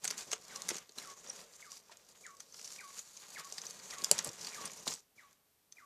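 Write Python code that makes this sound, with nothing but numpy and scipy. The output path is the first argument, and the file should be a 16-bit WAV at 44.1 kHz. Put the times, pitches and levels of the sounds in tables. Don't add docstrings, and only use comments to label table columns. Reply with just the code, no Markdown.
import sys
import numpy as np
from scipy import signal
from scipy.fft import rfft, irfft, next_fast_len
from scipy.io import wavfile
from scipy.ndimage import uniform_filter1d

SR = 44100
rng = np.random.default_rng(int(sys.argv[2]) if len(sys.argv) > 2 else 0)


def inscribe(sig):
    pcm = np.round(np.clip(np.atleast_2d(sig).T, -1, 1) * 32767)
    wavfile.write(sys.argv[1], SR, pcm.astype(np.int16))


N = 258057

# frequency_hz, gain_db
AIR_SPECTRUM = [(20, -3), (40, -6), (60, -0.5), (241, -2), (372, -6), (417, 1), (536, -8), (587, -4),
                (1720, -9.5), (11700, -10.5), (14000, -5)]
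SWELL_SPECTRUM = [(60, -7.5), (200, -1.5), (600, -1.5), (1200, -2), (3000, -8), (6300, -0.5), (9000, -7.5),
                  (14000, -14.5)]
# start_s, length_s, rasp_db, flesh_db, rub_db
STROKES = [(0.01, 0.2, -54.5, -58.5, -58.5), (0.155, 0.057, -45.5, -52, -57),
           (0.248, 0.13, -58, -62.5, -58.5), (0.394, 0.089, -57.5, -64.5, -63.5),
           (0.462, 0.22, -55, -57.5, -59), (0.679, 0.095, -51, -54, -59.5),
           (0.776, 0.035, -57.5, -56.5, -59), (0.949, 0.17, -53, -58.5, -59.5),
           (1.145, 0.155, -59, -65.5, -65.5), (1.218, 0.2, -55, -60, -60.5), (1.42, 0.09, -65.5, -67, -75),
           (1.506, 0.16, -59, -68.5, -70), (1.677, 0.095, -56, -66, -71), (1.892, 0.036, -61.5, -62, -65.5),
           (2.044, 0.49, -64, -73, -71.5), (2.511, 0.13, -57, -69.5, -67), (2.605, 0.18, -53.5, -65, -65),
           (2.743, 0.099, -57, -65.5, -65.5), (2.849, 0.14, -55.5, -63.5, -66.5),
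           (2.92, 0.082, -52, -62.5, -70), (3.024, 0.19, -58.5, -67, -70),
           (3.204, 0.033, -52.5, -55.5, -61), (3.266, 0.089, -54, -62, -64),
           (3.358, 0.041, -50, -49.5, -59.5), (3.424, 0.19, -54, -62, -65),
           (3.557, 0.19, -54, -60.5, -62.5), (3.73, 0.26, -54.5, -61.5, -61.5),
           (3.875, 0.22, -52, -55, -57.5), (4.101, 0.11, -49.5, -48, -51.5),
           (4.227, 0.065, -48.5, -53.5, -49.5), (4.285, 0.2, -54, -58.5, -61.5),
           (4.402, 0.17, -48.5, -55, -58), (4.567, 0.11, -50.5, -52.5, -54),
           (4.648, 0.19, -54.5, -62, -60.5), (4.845, 0.09, -44.5, -57, -54.5),
           (5.178, 0.15, -75.5, -73, -78)]
# frequency_hz, width_hz, gain_db
BLADE_MODES = [(2510, 400, -21.5), (4707, 450, 0.5), (5000, 840, -2.5), (5983, 1300, 13.5), (6960, 860, 3),
               (8360, 500, -7.5), (9480, 390, -13), (10440, 700, -13), (12500, 900, -23.5)]
# frequency_hz, gain_db
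RASP_SPECTRUM = [(1530, -37), (2600, -13), (3390, -7.5), (4040, -3), (5530, -5.5), (6130, -7), (6950, -2),
                 (8100, -2.5), (9040, -5), (13800, -9), (14600, -34.5), (15000, -41.5)]
FLESH_SPECTRUM = [(410, -26.5), (700, -4.5), (1080, -1), (1330, -1.5), (1810, -2), (2700, -3.5),
                  (4000, -4.5), (5200, -32.5), (8800, -120)]
RUB_SPECTRUM = [(22, -17), (40, -17.5), (76, -14), (115, -10.5), (165, -1.5), (270, -5), (335, -6.5),
                (483, -3), (695, -6), (792, -9), (865, -8), (1040, -6), (1120, -10), (1190, -5.5),
                (1300, -22.5), (1690, -43), (2860, -120)]
# start_s, level_db, pitch_hz, relative_crunch_db, relative_crack_db
FRACTURES = [(0.0436, -22, 6640, -11, -8.5), (0.0526, -19, 7700, -8.5, -25),
             (0.0775, -15.5, 6400, -18, -32), (0.1045, -23, 4640, -13, -20),
             (0.1093, -20, 5700, -12, -13.5), (0.179, -27, 6400, -21, -12), (0.316, -21.5, 6200, -12, -19),
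             (0.331, -19.5, 6520, -5, -16.5), (0.5595, -25.5, 5940, -12.5, -40),
             (0.62, -22.5, 6600, -45, -15), (0.689, -16, 6240, -11, -8), (0.7011, -28, 6450, -6, -9),
             (0.7075, -25.5, 5560, -3, -34), (0.744, -28, 6750, -8.5, -28), (0.7545, -31.5, 6300, -10, -33),
             (0.768, -29, 6450, -13, -25), (0.783, -29, 6400, -15, -27), (0.893, -39, 4320, -16, -32),
             (0.921, -43, 6370, -22, -22), (0.984, -27.5, 4030, -10, -10), (1.362, -38, 6500, -10, -24),
             (1.718, -31, 6000, -21, -17), (1.922, -45, 4400, -0.5, -26), (1.971, -38.5, 6580, -34, -26),
             (2.265, -33.5, 6840, -26, -38), (2.4034, -32, 6100, -10.5, -13), (2.543, -35, 6050, -12, -30),
             (2.594, -38.5, 6050, -4.5, -32), (2.614, -33, 5870, -15, -23), (2.627, -38, 6500, -19, -23),
             (2.645, -30, 5750, -22, -30), (2.65, -32.5, 6340, -24, -25), (2.676, -30.5, 5840, -19, -34),
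             (2.704, -35, 5200, -11, -25), (2.7222, -35.5, 6700, -14, -30), (2.734, -41, 7400, -27, -4),
             (2.7611, -36, 5900, -11, -34), (2.9837, -34, 6100, -10, -30), (2.9916, -27.5, 6600, -16, -29),
             (3.1721, -33.5, 6360, -15, -38), (3.337, -45, 6500, -17, -10), (3.446, -36, 6360, -14, -12),
             (3.5242, -25, 6300, -41, -18), (3.5818, -24.5, 4930, -14, -39), (3.6167, -27, 6300, -19, -40),
             (3.6675, -33, 6100, -22, -32), (3.708, -29.5, 6300, -28, -14), (3.797, -40.5, 4700, -4, -32),
             (3.857, -36, 6700, -15, -25), (3.903, -35, 5800, -22, -22), (3.908, -28, 5400, -13, -34),
             (3.984, -29.5, 6600, -11.5, -31), (4.0196, -29.5, 4580, -26, -29.5),
             (4.0396, -27, 7320, -27.5, -6.5), (4.0444, -14.5, 7190, -40, -15),
             (4.045, -17.5, 4950, -39, -23), (4.1136, -0.5, 7280, -49, -8),
             (4.1133, -24.5, 4686, -14.5, -25), (4.181, -24.5, 5270, -16, -8), (4.189, -15, 5850, -34, -14),
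             (4.2459, -25, 7700, -16, -1.5), (4.273, -30.5, 7300, -29, -4.5),
             (4.2907, -27.5, 5670, -24, -25), (4.411, -34.5, 5060, -27, -17),
             (4.447, -26.5, 4730, -18, -35), (4.47, -25.5, 4600, -13, -38), (4.554, -44, 7000, -30, 0),
             (4.6553, -25.5, 8740, -11, -10), (4.676, -33, 5200, -16, -28), (4.717, -33.5, 6800, -16, -11),
             (4.7338, -34, 7040, -18, -11), (4.762, -44, 7200, -38, -2), (4.8773, -17.5, 4300, -16, -14.5),
             (4.8815, -22.5, 7100, -13, -22), (4.92, -32.5, 5470, -3, -30), (4.938, -26, 7800, -26, -21),
             (5.329, -50, 6110, -17, -7), (5.7234, -37, 6030, -17.5, -22)]
# start_s, level_db, pitch_hz, relative_thud_db
KNOCKS = [(0.051, -46.5, 437, -32), (0.108, -48, 450, -28), (0.33, -39, 467, -43), (0.6885, -45, 471, -30),
          (0.705, -41.5, 370, -14), (0.716, -37, 334, -23), (0.755, -46, 230, -21), (0.894, -58, 380, -14),
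          (0.98, -51, 220, -18), (1.896, -53, 910, -25), (1.916, -56, 630, -29), (3.523, -49, 600, -22),
          (4.026, -46, 230, -12), (4.113, -27.5, 600, -26), (4.115, -32.5, 561, -24.5),
          (4.122, -41.5, 176, -12.5), (4.268, -41.5, 555, -9), (4.278, -44.5, 165, 0),
          (4.646, -45, 166, -27), (4.869, -37.5, 1015, -30), (4.871, -37.5, 690, -29),
          (4.878, -39, 215, -27), (4.904, -54, 757, -14)]
# frequency_hz, width_hz, gain_db
BOARD_MODES = [(176, 290, -5), (234, 70, -3.5), (361, 87, -2), (440, 44, 2.5), (592, 45, -2.5),
               (740, 200, -12)]
# start_s, top_pitch_hz, fall_s, fall_db, held_db, held_s
WHISTLES = [(0.49, 2350, 0.034, -60, -59, 0.081), (1.009, 2280, 0.033, -58.5, -57.5, 0.072),
            (1.616, 2250, 0.036, -59, -65, 0.067), (2.233, 2430, 0.032, -57, -61, 0.064),
            (2.781, 2520, 0.031, -54.5, -58, 0.073), (3.347, 2520, 0.027, -53, -59.5, 0.073),
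            (3.913, 2350, 0.028, -56.5, -57.5, 0.078), (4.525, 2480, 0.034, -54.5, -56.5, 0.083),
            (5.173, 2400, 0.035, -64.5, -65.5, 0.053), (5.766, 2450, 0.033, -64, -65, 0.055)]
# time_s, level_db
HUM_CONTOUR = [(1.15, -91), (1.27, -67), (1.42, -63), (1.53, -76.5), (1.7, -76), (1.83, -97), (1.95, -77.5),
               (2.4, -77), (2.7, -82)]
# start_s, level_db, pitch_hz
WET_POPS = [(1.2735, -40.5, 5800), (1.2945, -45, 5660), (1.2975, -35.5, 8850), (1.2995, -34, 5710),
            (1.3012, -31.5, 5640), (2.5247, -44, 6160), (3.168, -41, 6360), (3.667, -33, 6110),
            (4.9255, -35, 7060), (4.946, -37, 7900)]

LIFTED_S = 5.0


def from_db(db):
    return 10 ** (np.asarray(db) / 20)


def rms_one(x):
    return x / np.sqrt(np.mean(x ** 2) + 1e-20)


def crest_one(x, size):
    return x / np.sqrt(uniform_filter1d(x ** 2, size).max())


def add(out, start_s, sound):
    start = max(0, round(start_s * SR))
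    out[start:start + len(sound)] += sound[:N - start]


def band(x, low_hz, high_hz, order=2):
    sections = signal.butter(order, [low_hz, min(high_hz, .45 * SR)], "band", fs=SR, output="sos")
    return signal.sosfilt(sections, x)


def resonance(x, hz, width_hz):
    r = np.exp(-np.pi * width_hz / SR)
    feedback = [1, -2 * r * np.cos(2 * np.pi * hz / SR), r * r]
    return signal.lfilter(np.array([1, 0, -1]) * (1 - r * r) / 2, feedback, x)


def wandering_resonance(x, hz, width_hz):
    r = np.exp(-np.pi * width_hz / SR)
    turn = np.exp(2j * np.pi * np.cumsum(hz) / SR)
    return 2 * np.real(turn * signal.lfilter([1 - r], [1, -r], x / turn))


def coloured(x, spectrum):
    hz, db = np.transpose(spectrum)
    size = next_fast_len(N + SR // 10)
    bin_hz = np.maximum(np.arange(size // 2 + 1) * SR / size, 1)
    gain = from_db(np.interp(np.log(bin_hz), np.log(hz), db, left=-90, right=-90))
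    return rms_one(irfft(rfft(x, size) * gain, size)[:N])


def drift(per_s):
    knots = rng.standard_normal(int(per_s * N / SR) + 2)
    return rms_one(np.interp(np.arange(N) * per_s / SR, np.arange(len(knots)), knots))


def envelope(t, attack_s, length_s, release_s):
    return np.clip(t / attack_s, 0, 1) * np.exp(-np.clip((t - length_s) / release_s, 0, 20))


def friction(per_s, spread_db, grain_s, smooth_db):
    sizes = from_db(spread_db * np.minimum(rng.exponential(1, N), 3.5))
    tears = (rng.random(N) < per_s / SR) * sizes ** 2
    power = signal.lfilter([1], [1, -np.exp(-1 / (grain_s * SR))], tears + 1e-18)
    return rng.standard_normal(N) * np.sqrt(power / power.mean() + from_db(smooth_db) ** 2)


def burst(t60_s, rise_s):
    t = np.arange(SR // 14) / SR
    return rng.choice([-1, 1], len(t)) * from_db(-60 * t / t60_s) * (1 - np.exp(-t / rise_s))


def hiss(steady_db=-74.5, swell_db=-69, lead_s=0.022):
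    t = np.arange(N) / SR
    swell = sum(envelope(t - start_s + lead_s, attack_s=0.014, length_s=0.064, release_s=0.056)
                for start_s, *_ in WHISTLES)
    steady = from_db(steady_db) * coloured(rng.standard_normal(N), AIR_SPECTRUM)
    return steady + from_db(swell_db) * swell * coloured(rng.standard_normal(N), SWELL_SPECTRUM)


def stroke_levels(resting_db=(-69, -73.5, -73), attack_s=0.03, release_s=0.03):
    t = np.arange(N) / SR
    in_fish = 1 - np.clip((t - LIFTED_S) / release_s, 0, 1)
    level = np.outer(from_db(resting_db), in_fish)
    for start_s, length_s, *levels_db in STROKES:
        push = envelope(t - start_s, attack_s, length_s, release_s)
        level = np.maximum(level, np.outer(from_db(levels_db), push))
    return 20 * np.log10(level + 1e-9)


def blade_rasp():
    teeth = friction(per_s=63, spread_db=4.5, grain_s=0.0024, smooth_db=4.0)
    ringing = np.zeros(N)
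    for hz, width_hz, db in BLADE_MODES:
        gain = from_db(db + 4.0 + 4.0 * drift(7))
        ringing += gain * wandering_resonance(teeth, hz * (1 + .03 * drift(5)), .6 * width_hz)
    rasp = coloured(teeth + ringing, RASP_SPECTRUM)
    return rasp / np.sqrt(uniform_filter1d(rasp ** 2, size=SR // 16))


def flesh_tearing():
    return coloured(friction(per_s=160, spread_db=9.0, grain_s=0.0014, smooth_db=5.0), FLESH_SPECTRUM)


def board_rubbing():
    sliding = friction(per_s=120, spread_db=1.5, grain_s=0.0011, smooth_db=6.0)
    hollow = from_db(-4) * resonance(sliding, hz=480, width_hz=80)
    return coloured(sliding + hollow, RUB_SPECTRUM)


def cutting(rasp_db, flesh_db, rub_db):
    catching = drift(70)
    rasp = blade_rasp() * from_db(rasp_db - 1.24 + 1.86 * catching)
    flesh = flesh_tearing() * from_db(flesh_db - 1.0 + 0.86 * catching)
    rub = board_rubbing() * from_db(rub_db - 3.0 + 1.5 * catching)
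    return rasp + flesh + rub


def crackles(rasp_db, per_s=80, above_db=10.5, spread_db=5.5, centre_hz=6145, spread_octaves=0.3):
    rows = []
    for when, size, pitch in rng.random((int(per_s * LIFTED_S), 3)):
        start_s = when * LIFTED_S
        level_db = rasp_db[int(start_s * SR)] + above_db + spread_db * (2 * size - 1)
        octaves = np.clip(spread_octaves * np.arctanh(2 * pitch - 1), -2, 1)
        rows.append((start_s, level_db, centre_hz * 2 ** octaves))
    return pops(rows, cycles=9, rise_s=0.00003)


def first_gives(lead_s=0.0046):
    return [(start_s - lead_s, level_db + crunch_db - 1.5, hz, crunch_db, crack_db)
            for start_s, level_db, hz, crunch_db, crack_db in FRACTURES]


def snaps(fractures, favour_db=11.5, favour_octaves=0.085):
    out = np.zeros(N)
    for start_s, level_db, hz, crunch_db, crack_db in fractures:
        t60_s = 0.031 * 2 ** (crunch_db / 32)
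        force = burst(t60_s, rise_s=0.0001)
        force[0] = 5
        ring = from_db(19.0) * rms_one(resonance(force, hz, width_hz=370))
        for mode_hz, width_hz, db in BLADE_MODES:
            nearness = np.exp(-(np.log2(mode_hz / hz) / favour_octaves) ** 2)
            ring += from_db(db + favour_db * nearness) * rms_one(resonance(force, mode_hz, width_hz))
        ring = crest_one(band(ring, 1200, 10000), size=66)
        crack = crest_one(band(burst(0.79 * t60_s, rise_s=0.00012), 5500, 11800, order=3), size=66)
        crunch = crest_one(band(burst(1.04 * t60_s, rise_s=0.00036), 840, 3200), size=66)
        snap = from_db(-9.5) * ring + from_db(crack_db - 7.5) * crack + from_db(crunch_db - 10) * crunch
        add(out, start_s, from_db(level_db) * snap)
    return out


def knocks(scuff_db=-9, spot_db=3):
    out = np.zeros(N)
    for start_s, level_db, hz, thud_db in KNOCKS:
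        scuff = burst(t60_s=0.053, rise_s=0.001)
        force = signal.unit_impulse(len(scuff)) + from_db(scuff_db) * scuff / np.linalg.norm(scuff)
        push = resonance(force, hz, width_hz=400)
        spot = from_db(spot_db) * resonance(push, hz, width_hz=120)
        modes = sum(from_db(db) * resonance(push, mode_hz, width) for mode_hz, width, db in BOARD_MODES)
        ring = crest_one(spot + modes, size=180)
        thud = crest_one(band(burst(t60_s=0.024, rise_s=0.00051), 87.6, 220), size=440)
        add(out, start_s, from_db(level_db - 1.5) * ring + from_db(level_db + thud_db - 6) * thud)
    return out


def bird(last_hz=1127, sag_hz_per_s=130, waver=0.0091, overtone_db=-26):
    out = np.zeros(N)
    t = np.arange(SR // 3) / SR
    held_hz = last_hz - sag_hz_per_s * t
    fall = envelope(t, attack_s=0.0085, length_s=0.03, release_s=0.017)
    for start_s, top_hz, fall_s, fall_db, held_db, held_s in WHISTLES:
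        glide_hz = held_hz + (top_hz - held_hz) * np.exp(-(t / fall_s) ** 1.95)
        pitch_hz = glide_hz * (1 + waver * drift(300)[:len(t)])
        phase = 2 * np.pi * np.cumsum(pitch_hz) / SR
        tone = np.sin(phase) + from_db(overtone_db) * np.sin(2 * phase)
        held = envelope(t - 0.051, attack_s=0.0079, length_s=held_s, release_s=0.011)
        level = fall * from_db(fall_db + 5.0 * drift(260)[:len(t)])
        level += held * from_db(held_db + 3.0 * drift(53)[:len(t)])
        add(out, start_s, np.sqrt(2) * level * tone)
    return out


def hum(hz=500, width_hz=240):
    noise = resonance(resonance(rng.standard_normal(N), hz, width_hz), hz, width_hz)
    level_db = np.interp(np.arange(N) / SR, *np.transpose(HUM_CONTOUR), left=-120, right=-120)
    return from_db(level_db) * rms_one(noise)


def pops(rows, cycles, rise_s):
    out = np.zeros(N)
    t = np.arange(SR // 50) / SR
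    for start_s, level_db, hz in rows:
        ring = np.sin(2 * np.pi * hz * t) * (1 - np.exp(-t / rise_s)) * from_db(-60 * t * hz / cycles)
        add(out, start_s, from_db(level_db) * ring / np.abs(ring).max())
    return out


def echoes(x, t60_s, delay_s):
    t = np.arange(SR // 2) / SR
    response = rng.standard_normal(len(t)) * from_db(-60 * t / t60_s) * (t > delay_s)
    response = band(response, 95, 7100, order=1)
    return signal.fftconvolve(x, response / np.linalg.norm(response))[:N]


def scene():
    rasp_db, flesh_db, rub_db = stroke_levels()
    background = hiss() + hum()
    whistle = bird()
    knife = cutting(rasp_db, flesh_db, rub_db) + knocks() + snaps(FRACTURES + first_gives())
    knife += pops(WET_POPS, cycles=64, rise_s=0.00036) + crackles(rasp_db)
    bench_and_fence = from_db(-16) * echoes(knife, t60_s=0.085, delay_s=0.0027)
    knife_tail = from_db(-22) * echoes(knife, t60_s=0.15, delay_s=0.0098)
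    scattered = from_db(-9) * echoes(band(whistle, 1300, 4000), t60_s=0.13, delay_s=0.0056)
    whistle_tail = from_db(-15) * echoes(whistle, t60_s=0.35, delay_s=0.016)
    return (knife + bench_and_fence + knife_tail + whistle + scattered + whistle_tail + background)[None]


def record(dry, cutoff_hz=14700):
    return signal.sosfilt(signal.ellip(10, .1, 70, cutoff_hz, fs=SR, output="sos"), dry)


dry = scene()
out = record(dry)
inscribe(out)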